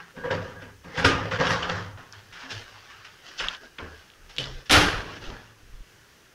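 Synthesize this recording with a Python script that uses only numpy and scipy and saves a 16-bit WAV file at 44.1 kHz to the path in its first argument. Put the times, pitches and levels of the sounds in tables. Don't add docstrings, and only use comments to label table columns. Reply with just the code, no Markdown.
import sys
import numpy as np
from scipy import signal
from scipy.fft import rfft, irfft, next_fast_len
from scipy.io import wavfile
from scipy.ndimage import uniform_filter1d

SR = 44100
rng = np.random.default_rng(int(sys.argv[2]) if len(sys.argv) > 2 else 0)


def to_wav(s):
    ch = np.atleast_2d(s).T
    pcm = np.round(np.clip(ch, -1, 1) * 32767)
    wavfile.write(sys.argv[1], SR, pcm.astype(np.int16))


N = 279933

# frequency in Hz, relative spectral level in dB.
ROOM_TONE = [(15, -39), (28, -34), (60, -13), (110, -6), (250, -12.5), (400, -8.5), (700, -18), (1100, -17),
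             (1700, -12.5), (2250, -17.5), (2950, -17), (4000, -23), (6200, -19.5), (7500, -27),
             (16000, -32)]
ROOM_DB = -57.5
# start in seconds, rise in seconds, length in seconds,
# level in dB, fade in dB, upper rumble against the deep one in dB.
GRIP_SHIFTS = [(.2, 0.27, 0.26, -62, -8, 15), (.5, .15, 0.35, -66, -11, 10),
               (1.025, 0.055, .19, -55, 0, 14), (1.25, 0.32, 0.4, -59, -8, 15),
               (1.55, .34, 0.47, -62, -12, -9), (2.2, 0.15, 0.27, -64, -9, -11),
               (2.4, .2, 0.42, -59, -14, -20), (3.36, .1, 0.2, -42.5, -35, -18),
               (3.62, .02, .14, -62, -20, -15), (3.777, .04, 0.22, -53, -15, 6),
               (4.1, 0.14, 0.3, -53.5, -11, -8), (4.325, 0.237, .31, -42, -23, -4),
               (4.685, .03, 0.2, -30.5, -5.5, -4.5), (4.924, 0.042, 0.24, -36.5, -28, -3),
               (5.175, 0.11, .32, -39, -28, -19), (5.525, 0.3, 0.3, -45, -12, -19)]
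GRIP_REST_DB = -72.5
# start in seconds, peak in dB before a small trim, time scale in seconds.
FINGER_BUMPS = [(5.267, -35, 0.04), (5.631, -45, 0.012), (5.698, -41, 0.0097), (5.739, -37, 0.02),
                (5.806, -38, 0.0095)]
# start in seconds, peak in dB, pitch in Hz, number of cycles.
KNOB_CLICKS = [(1.6295, -18.5, 2870, 7.6), (1.698, -17, 3040, 4.6), (2.1247, -29.5, 5400, 7.3),
               (3.3957, -25, 3020, 6.6), (3.398, -19, 3100, 4.8), (3.484, -10.5, 3300, 7.2),
               (3.49, -41, 3060, 3.3), (3.548, -25, 3280, 4.7), (3.568, -37, 4800, 4),
               (3.7848, -31.5, 3320, 9.7), (4.101, -36.5, 3100, 4.6), (4.117, -45, 3310, 5.0),
               (4.136, -41, 2990, 4.4), (4.365, -23, 3600, 1.6), (4.3704, -29, 3300, 5.2),
               (4.3831, -9, 3200, 3.8), (4.441, -19, 3500, 3.4), (5.302, -29.5, 3300, 4.1)]
# start in seconds, rise in seconds,
# length in seconds, level in dB, fade in dB.
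JINGLE_MOVES = [(1.626, .003, .03, -32.5, -12), (3.39, .004, 0.026, -32, -14),
                (3.527, .01, 0.034, -48.5, -3), (4.382, .002, 0.091, -28.5, -22)]
# frequency in Hz, relative level in dB, waver in Hz.
JINGLE_PITCHES = [(2960, 3, 44), (3070, 1, 29.2), (3335, -3, 52), (3580, -3, 58.7), (4470, -8, 59)]
# start in seconds, rise in seconds, length in seconds,
# level in dB, fade in dB, pitch in Hz.
PANEL_BOOMS = [(.25, 0.1, .19, -33.5, -12, 102), (0.462, 0.082, 0.35, -46.5, -9, 100),
               (0.842, 0.035, .1, -48, -10, 76), (.97, 0.034, 0.06, -32, -5, 80.7),
               (1.035, 0.023, 0.066, -22.5, -15, 91.4), (1.093, 0.045, 0.19, -30.5, -2.5, 105),
               (1.296, 0.04, 0.086, -30, -15, 107), (1.42, 0.1, 0.21, -31, -20, 112),
               (1.686, 0.063, 0.28, -33, -8, 100), (2.014, 0.17, 0.31, -47.5, -13, 102.5),
               (2.428, .012, 0.067, -49, -2, 265), (2.502, 0.071, 0.15, -37, -26, 103.5),
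               (2.68, .08, .2, -53.5, -13, 103), (2.9, .09, .27, -54, -16, 101),
               (3.772, 0.071, 0.23, -40, -24, 78), (4.365, 0.033, 0.27, -36.5, -18, 132),
               (5.163, 0.033, 0.61, -48, -15.5, 109), (5.82, .13, 0.28, -60, -11, 108)]
# frequency in Hz, relative level in dB, waver in Hz.
HOLLOW_PITCHES = [(482, 0.5, 14.4), (510.5, 2.5, 15), (531.4, -0.5, 11.3)]
# start in seconds,
# rise in seconds, length in seconds, level in dB, fade in dB.
THIN_STEEL_MOVES = [(0.0, 0.0035, 0.066, -42.5, -23), (.162, 0.0091, 0.089, -45, 1),
                    (0.296, 0.019, 0.054, -25, -37), (.42, 0.038, 0.061, -45, -23),
                    (.52, 0.054, .21, -48, -16), (3.56, 0.0078, 0.11, -55, 2), (3.84, .005, 0.11, -57.5, 5)]
# frequency in Hz, relative level in dB, waver in Hz.
THIN_STEEL_PITCHES = [(1527, 0, 31), (1620, -1, 25.8), (1630, 4.5, 24), (1710, -14, 78)]
# start in seconds, rise in seconds, length in seconds,
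# level in dB, fade in dB.
GRIT_MOVES = [(.94, .06, .1, -57, -14), (1.036, .028, 0.13, -47, -39), (1.395, 0.12, 0.22, -53, -25),
              (2.46, .07, 0.18, -68, -5), (3.37, .042, .14, -68, -8), (4.36, .042, .13, -60, -19)]
# time in seconds, level in dB.
FOIL_RUSTLE = [(1.899, -78), (2.2, -58.5), (2.65, -51), (2.85, -53), (3.12, -53.5), (3.2, -57.5),
               (3.75, -61), (4.0, -55), (4.1, -61), (4.26, -64), (5.35, -65), (5.45, -68), (5.55, -64),
               (5.7, -64.5), (5.92, -63.5), (6.12, -64), (6.35, -66)]
RUSTLE_TREBLE_DB, RUSTLE_BODY_DB = -2, -10.5
# (the body value also sets, in dB, how strongly the tray modes are stirred).
SHUFFLES_AND_RATTLE = [(1.978, .006, 0.16, -47, -13.5, -5.5, -3), (2.123, 0.015, 0.077, -49, -6, -2, -12),
                       (2.32, 0.096, 0.15, -40, -2.5, -5.5, -13), (2.48, 0.036, 0.15, -39.5, -10.5, 0.5, 1),
                       (2.688, 0.11, 0.094, -46, -8, -11, -8), (3.209, 0.079, 0.18, -50, -9, 3, -2),
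                       (3.373, 0.02, .025, -43.5, -5, 9, -19), (3.392, 0.011, 0.16, -35, -5, -4.5, -7.5),
                       (3.58, 0.071, 0.088, -51, -8, -2, 4.5), (3.789, 0.017, 0.17, -40.5, -17, -10, 4.5),
                       (4.283, 0.02, 0.15, -54.5, -9, 2, 2), (4.37, 0.034, .25, -41.5, -16, 2, 7),
                       (4.652, 0.0084, 0.042, -51, -10, 1, -24),
                       (4.708, 0.039, 0.31, -15.5, -25, -4.5, -4.5),
                       (5.033, 0.028, 0.14, -45, 2, -3.5, 1.5), (5.187, 0.041, 0.12, -48, -1.5, 1, 8),
                       (5.31, 0.011, 0.21, -45, -12, -6, 0)]
# as for the shuffles, then level of the oven hollow
# against the scrape in dB.
RACK_SCRAPES = [(0.0, 0.0024, 0.11, -48.5, -7, -7, -15, -28), (0.138, 0.029, 0.082, -52.5, 3, -6.5, 2, 3),
                (0.231, 0.027, 0.064, -32.5, -5.5, -14.5, 0, 2),
                (0.301, 0.0092, 0.12, -28, -15.5, -8, 3, -0.5),
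                (0.416, 0.0084, 0.15, -43, -10.5, -5.5, 6, 3), (0.561, 0.063, .15, -45.5, -8, -9.5, -1, -6),
                (0.832, .01, 0.1, -53.5, 5.5, -5, 0, -6), (0.924, 0.072, 0.11, -29.5, -3, -5.5, -11, -7),
                (1.038, 0.012, 0.04, -16, -7.5, -7, -4, -14.5),
                (1.081, 0.0049, 0.21, -27.5, -9, -10, 1, -9.5),
                (1.302, 0.023, 0.062, -29, -1, -7.5, -9, -5), (1.38, .01, 0.034, -35, 10, -5.5, 2, 1.5),
                (1.394, 0.076, .11, -25, -4, -6, -3, -6.5),
                (1.498, .011, 0.13, -26.5, -13.5, -2.5, -3, -3.5),
                (1.62, .004, 0.076, -30, -7, -6, -0.5, -24),
                (1.69, 0.0027, 0.036, -29.5, -2.5, -5.5, -8, -4.5),
                (1.71, 0.05, 0.21, -35, -17, -4.5, 0, -8.5)]
# frequency in Hz, relative spectral level in dB.
FRICTION_TONE = [(60, -16), (150, -13.5), (400, -1.5), (700, -3), (1050, -4.5), (1550, 3), (1900, -1),
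                 (2250, -6.5), (3000, -1.5), (3800, -6), (5300, -6), (6500, -14), (7500, -23.5),
                 (12000, -61)]
# start in seconds, peak in dB, treble lean in dB per octave,
# bass lean in dB per octave (both before a common offset), t60 in seconds before the band factor,
# rise in seconds before bass slowing, drive of the clear modes in dB, crack share as an amplitude factor.
DOOR_BLOWS = [(4.697, -5.5, -7.5, -27, 0.088, 0.0044, -16, 0.38),
              (4.709, -14.5, 2.5, -9.5, 0.93, 0.0012, -14, 0.3),
              (4.723, -12.5, 0, -9.5, 0.37, 0.0027, -4.5, 0.3),
              (4.756, -12.5, -14, -10, 0.47, 0.003, -11, 0.3), (4.809, -22, -3, -7, 0.39, 0.0031, -15, 0.3),
              (4.917, -35, -23, -14, 0.74, 0.003, -31, 0.3)]
# frequency in Hz, relative spectral level in dB.
DOOR_WASH = [(18, -38), (30, -53), (75, 0.5), (106, 1), (210, -5), (295, -2), (721, -13.5), (822, -15),
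             (889, -14), (3060, -11.5), (5740, -18.5), (8080, -28.5), (9710, -26), (16000, -46)]
# frequency in Hz, gain in dB, t60 in seconds.
DOOR_MODES = [(298.4, 6.5, 0.24), (666, -20, 0.9), (766, -1, 0.43), (863, -5, 0.52), (1020, -20, 0.35),
              (1244, 1, 0.25), (1480, -21, 0.46), (1525, -32, 0.64), (2100, -12, 0.39)]
TRAY_KNOCKS = [(0.0, -26.5, -25, -31, 0.086, 0.0013, -15, 0.3),
               (0.166, -36.5, -14, 0.5, 0.36, 0.0037, 2.5, 0.88),
               (0.238, -26, -44, -14, 0.27, 0.003, 3, 0.12), (0.309, -24, -14, -6, 0.61, 0.0013, -3, 0.65),
               (0.621, -37, -5.5, -4.5, 0.31, 0.003, -18, 0.6),
               (0.843, -39, -13, -2, 0.67, 0.0075, 2.5, 0.69),
               (0.975, -21, -3, -5, 0.31, 0.0058, 2.5, 0.67), (1.046, -15.5, 2.5, -9, 0.57, 0.0025, 8, 0.5),
               (1.313, -18.5, -11, -9.5, 0.3, 0.0013, -14, 0.54),
               (1.398, -12.5, -28, -12, 0.31, 0.0028, -5, 0.28),
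               (1.436, -13, -22, -19, 0.33, 0.0046, -14, 0.23),
               (1.506, -10, -46, -18, 0.47, 0.0014, -14, 0.22),
               (1.63, -22.5, -27, -14.5, 1, 0.0048, -25, 0.44),
               (1.697, -21.5, -20, -13, 0.62, 0.0011, -10, 0.99),
               (1.974, -32, -37, -14, 0.3, 0.0023, 0, 0.37), (2.124, -61, 10, -7, 0.15, 0.002, 2, 0.56),
               (2.325, -38, 0.5, -25, 0.67, 0.005, 6, 1), (2.429, -28, -31, -14.5, 0.24, 0.0083, -8, 0.46),
               (2.502, -33.5, 6, -13.5, 0.26, 0.0052, -14, 0.37),
               (2.896, -41, -4, -38, 0.89, 0.0031, -12, 0.67),
               (3.046, -38, 0.5, -21, 0.32, 0.0033, 5, 0.63), (3.397, -20, -3, -23, 0.31, 0.0049, -5, 0.82),
               (3.438, -21, -7, -19.5, 0.24, 0.0026, -12, 0.95),
               (3.785, -25, -18, -12.5, 0.38, 0.0048, -2, 1),
               (4.292, -53, 10, -20, 0.25, 0.0036, -5.0, 0.54),
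               (4.384, -38.5, 11, 2, 0.28, 0.0014, -5.0, 0.56),
               (4.659, -53.5, 9, -14, 0.19, 0.0025, -5.0, 0.7),
               (5.299, -31, -35, -6, 0.29, 0.001, -8, 0.32)]
# frequency in Hz, relative spectral level in dB.
TRAY_WASH = [(76, -1), (130, 3), (172, 6.5), (224, 0), (268, 4.5), (335, -9.5), (501, -2), (651, -11.5),
             (1580, -7), (2180, -8), (2950, -8), (4410, -21), (5180, -16.5), (16000, -60)]
# frequency in Hz, gain in dB, t60 in seconds.
TRAY_MODES = [(171.6, -4, 0.34), (272, -11, 0.46), (406, -7.5, .3), (585, -22, 0.42), (960, -2.5, 0.12),
              (1146, -5, 0.11), (1223, -10, 0.39), (1480, -43, 0.13), (1514, -26, 0.23), (1630, -3.5, 0.2),
              (1774, -13.5, 0.39), (2670, -31, 0.18), (3210, -26, 0.18)]
LIFTED_S, MUFFLE_DB = 1.95, -16.5
# frequency in Hz, factor on t60.
BAND_SUSTAIN = [(60, 1.42), (300, 1.29), (1200, 1.027), (3000, 0.67), (7000, 0.49), (14000, 0.55)]
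BANDS = np.geomspace(45, 14000, 10)
RELEASE_S = 0.019
CEILING = 0.83
EDGE_HZ = 15750


def gain_of(db):
    return 10 ** (np.asarray(db) / 20)


def evened(x):
    return x / np.sqrt(np.mean(x ** 2) + 1e-20)


def read(points, hz):
    f, value = np.transpose(points)
    return np.interp(np.log(hz + 1), np.log(f + 1), value)


def add(mix, s, sound):
    part = mix[..., max(round(s * SR), 0):][..., :sound.shape[-1]]
    part += sound[..., :part.shape[-1]]


def swell(start, rise, length, db, fade_db, curve=1.5):
    t = np.arange(N) / SR - start
    rise = np.clip(rise, .001, length - .001)
    fading = gain_of(db + fade_db * np.clip((t - rise) / (length - rise), 0, 1))
    release = np.exp(-np.clip(t - length, 0, 1) / RELEASE_S)
    return np.clip(t / rise, 0, 1) ** curve * fading * release


def joined(levels):
    return np.sqrt(sum(level ** 2 for level in levels))


def split(x, tone):
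    size = next_fast_len(N)
    hz = np.fft.rfftfreq(size, 1 / SR)
    shares = np.array([np.interp(np.log(hz + 1), np.log(BANDS), row) for row in np.eye(len(BANDS))])
    coloured = rfft(x, size) * gain_of(read(tone, hz))
    bands = irfft(coloured * shares, size)[:, :N]
    middle = bands[(BANDS > 700) & (BANDS < 2400)].sum(0)
    return bands / np.sqrt(np.mean(middle ** 2))


def tilt(treble_db, bass_db):
    up = np.clip(np.log2(BANDS / 1500), 0, 1.35)[:, None]
    down = np.clip(np.log2(900 / BANDS), 0, 1.3)[:, None]
    return gain_of(up * treble_db + down * bass_db)


def grains(per_s, spread_db, smooth):
    size = gain_of(spread_db * np.minimum(rng.exponential(1, N), 4))
    slips = size * (rng.random(N) < per_s / SR)
    return evened(evened(slips * rng.standard_normal(N)) + smooth * rng.standard_normal(N))


def patchy(x, patchy_db, frames, bins):
    hz, _, z = signal.stft(x, SR, nperseg=2048, noverlap=1536)
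    field = uniform_filter1d(rng.standard_normal(z.T.shape), frames, 0)
    field = uniform_filter1d(field, bins, 1).T
    depth_db = patchy_db / np.sqrt(1 + hz[:, None] / 2500)
    return signal.istft(z * gain_of(depth_db * evened(field)), nperseg=2048, noverlap=1536)[1][:N]


def singing(modes):
    t = np.arange(N) / SR
    wander = np.cumsum(uniform_filter1d(rng.standard_normal((len(modes), N)), 300), 1)
    out = np.zeros(N)
    for (hz, db, waver), walk in zip(modes, wander):
        phase = 2 * np.pi * hz * t + np.sqrt(2 * np.pi * waver / SR) * walk
        out += gain_of(db) * np.sin(phase)
    return out


def ring(drive, modes):
    out = np.zeros(N)
    for hz, db, t60 in modes:
        r, w = 1000 ** (-1 / (t60 * SR)), 2 * np.pi * hz / SR
        out += gain_of(db) * signal.lfilter([np.sin(w)], [1, -2 * r * np.cos(w), r * r], drive)
    return out


def struck(blows, tone, rings, modes_db, treble_db, bass_db, chatter_s):
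    power, force, t = np.zeros((len(BANDS), N)), np.zeros(N), np.arange(SR) / SR
    centres = BANDS[:, None]
    crack_colour = np.exp(-np.log2(centres / 2500) ** 4 / 5.5)
    for s, db, treble, bass, t60, rise, ring_db, crack in blows:
        slow = np.clip(rise, .0003, .05) * (1 + 150 / centres)
        decay_s = np.maximum(t60, .02) * read(BAND_SUSTAIN, BANDS)[:, None]
        fall = gain_of(db - 60 * t / decay_s) * (1 - np.exp(-t / slow))
        leaning = fall * tilt(treble - treble_db, bass - bass_db)
        snap = gain_of(db) * crack * np.exp(-t / 0.006) * (1 - np.exp(-t / 0.0011)) * crack_colour
        add(power, s - .001, leaning ** 2 + (1.44 * snap) ** 2)
        add(force, s, gain_of(db + ring_db) * np.exp(-t[:6000] / chatter_s))
    texture = patchy(grains(2500, 0.52, 1.85), 3.0, 3, 3)
    wash = (split(texture, tone) * np.sqrt(power)).sum(0)
    return wash + gain_of(modes_db) * rings(force * rng.standard_normal(N))


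def room():
    drift = evened(uniform_filter1d(uniform_filter1d(rng.standard_normal(N), 6000), 6000))
    air = evened(split(rng.standard_normal(N), ROOM_TONE).sum(0))
    return gain_of(ROOM_DB + 0.59 * drift) * air


def hand():
    moves = [(swell(*row[:5], curve=1.7), gain_of(row[5])) for row in GRIP_SHIFTS]
    deep = joined(level for level, _ in moves)
    upper = joined(level * share for level, share in moves)
    out = np.zeros(N)
    for band_hz, level in (([18, 45], deep), ([58, 82], upper)):
        low_band = signal.butter(3, band_hz, "band", fs=SR, output="sos")
        rumble = signal.sosfilt(low_band, rng.standard_normal(N))
        out += evened(rumble) * uniform_filter1d(level + gain_of(GRIP_REST_DB), 500)
    for s, db, length in FINGER_BUMPS:
        u = np.arange(8000) / SR / length
        push = u * (2 - u) * np.exp(-u * 3.1)
        add(out, s, gain_of(db) * 0.91 * push / push.max())
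    return out


def boom():
    out, t = np.zeros(N), np.arange(N) / SR
    shake = evened(uniform_filter1d(uniform_filter1d(rng.standard_normal((2, N)), 700), 700))
    waver = 1 + 0.38 * (shake[0] + 1j * shake[1])
    for *move, hz in PANEL_BOOMS:
        out += (waver * np.exp(2j * np.pi * hz * t)).real * swell(*move, curve=1.7)
    return out


def clicks():
    out = np.zeros(N)
    for s, db, hz, cycles in KNOB_CLICKS:
        u = np.arange(0, 1, hz / max(cycles, 1) / SR)
        tone = np.sin(2 * np.pi * cycles * u) + 0.07 * np.sin(4.2 * np.pi * cycles * u)
        ping = np.sin(np.pi * u ** 2.6) * tone
        add(out, s, gain_of(db) * ping)
        # delay in seconds, loss in dB
        for late, loss_db in ((.0018, 13), (.0043, 16), (.0079, 19), (.0131, 25)):
            add(out, s + late, gain_of(db - loss_db) * ping)
    return out


def jingles():
    return joined(swell(*row, curve=1.2) for row in JINGLE_MOVES) * evened(singing(JINGLE_PITCHES))


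def hollow_and_thin_steel():
    hollow = joined(swell(*row[:5], curve=1.0) * gain_of(row[7]) for row in RACK_SCRAPES)
    thin_steel = joined(swell(*row, curve=1.5) for row in THIN_STEEL_MOVES)
    hollow_sound = uniform_filter1d(hollow, 600) * evened(singing(HOLLOW_PITCHES))
    return hollow_sound + thin_steel * evened(singing(THIN_STEEL_PITCHES))


def door_slam():
    return struck(DOOR_BLOWS, DOOR_WASH, lambda force: ring(force, DOOR_MODES), -34, -1.2, -4.5, 0.038)


def grit():
    treble_pass = signal.butter(3, [7200, 11500], "band", fs=SR, output="sos")
    slips = evened(signal.sosfilt(treble_pass, grains(7500, 1.5, 0.71)))
    return joined(swell(*row, curve=2.5) for row in GRIT_MOVES) * slips


def tray_rings(force):
    lifted = np.arange(N) > LIFTED_S * SR
    return ring(force * gain_of(MUFFLE_DB * lifted), TRAY_MODES)


def rub():
    s, db = np.transpose(FOIL_RUSTLE)
    moves = [(swell(*row[:5], curve=1.18), *row[5:7]) for row in RACK_SCRAPES + SHUFFLES_AND_RATTLE]
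    rustle = gain_of(np.interp(np.arange(N) / SR, s, db, left=-120))
    moves.append((rustle, RUSTLE_TREBLE_DB, RUSTLE_BODY_DB))
    slips = patchy(patchy(grains(2500, 3.36, 1.18), 3.45, 3, 3), 2.85, 5, 12)
    stirring = joined(level * gain_of(body) for level, _, body in moves)
    stirred = tray_rings(grains(740, 1.2, 0.95) * stirring)
    shape = joined(level * tilt(treble, body) for level, treble, body in moves)
    return (split(slips, FRICTION_TONE) * shape).sum(0) + gain_of(-35) * stirred


def tray_knocks():
    return struck(TRAY_KNOCKS, TRAY_WASH, tray_rings, -23.5, -4.5, -3, 0.016)


def scene():
    background = room() + hand() + boom() + clicks() + jingles() + hollow_and_thin_steel()
    blows = gain_of(-8.0) * door_slam() + gain_of(-10) * tray_knocks()
    return (background + blows + grit() + rub())[None]


def record(dry):
    bent = CEILING * np.tanh(dry / CEILING)
    band_limit = signal.firwin(511, EDGE_HZ, window=("kaiser", 9), fs=SR)
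    return signal.oaconvolve(bent, band_limit[None], "same")


dry = scene()
out = record(dry)
to_wav(out)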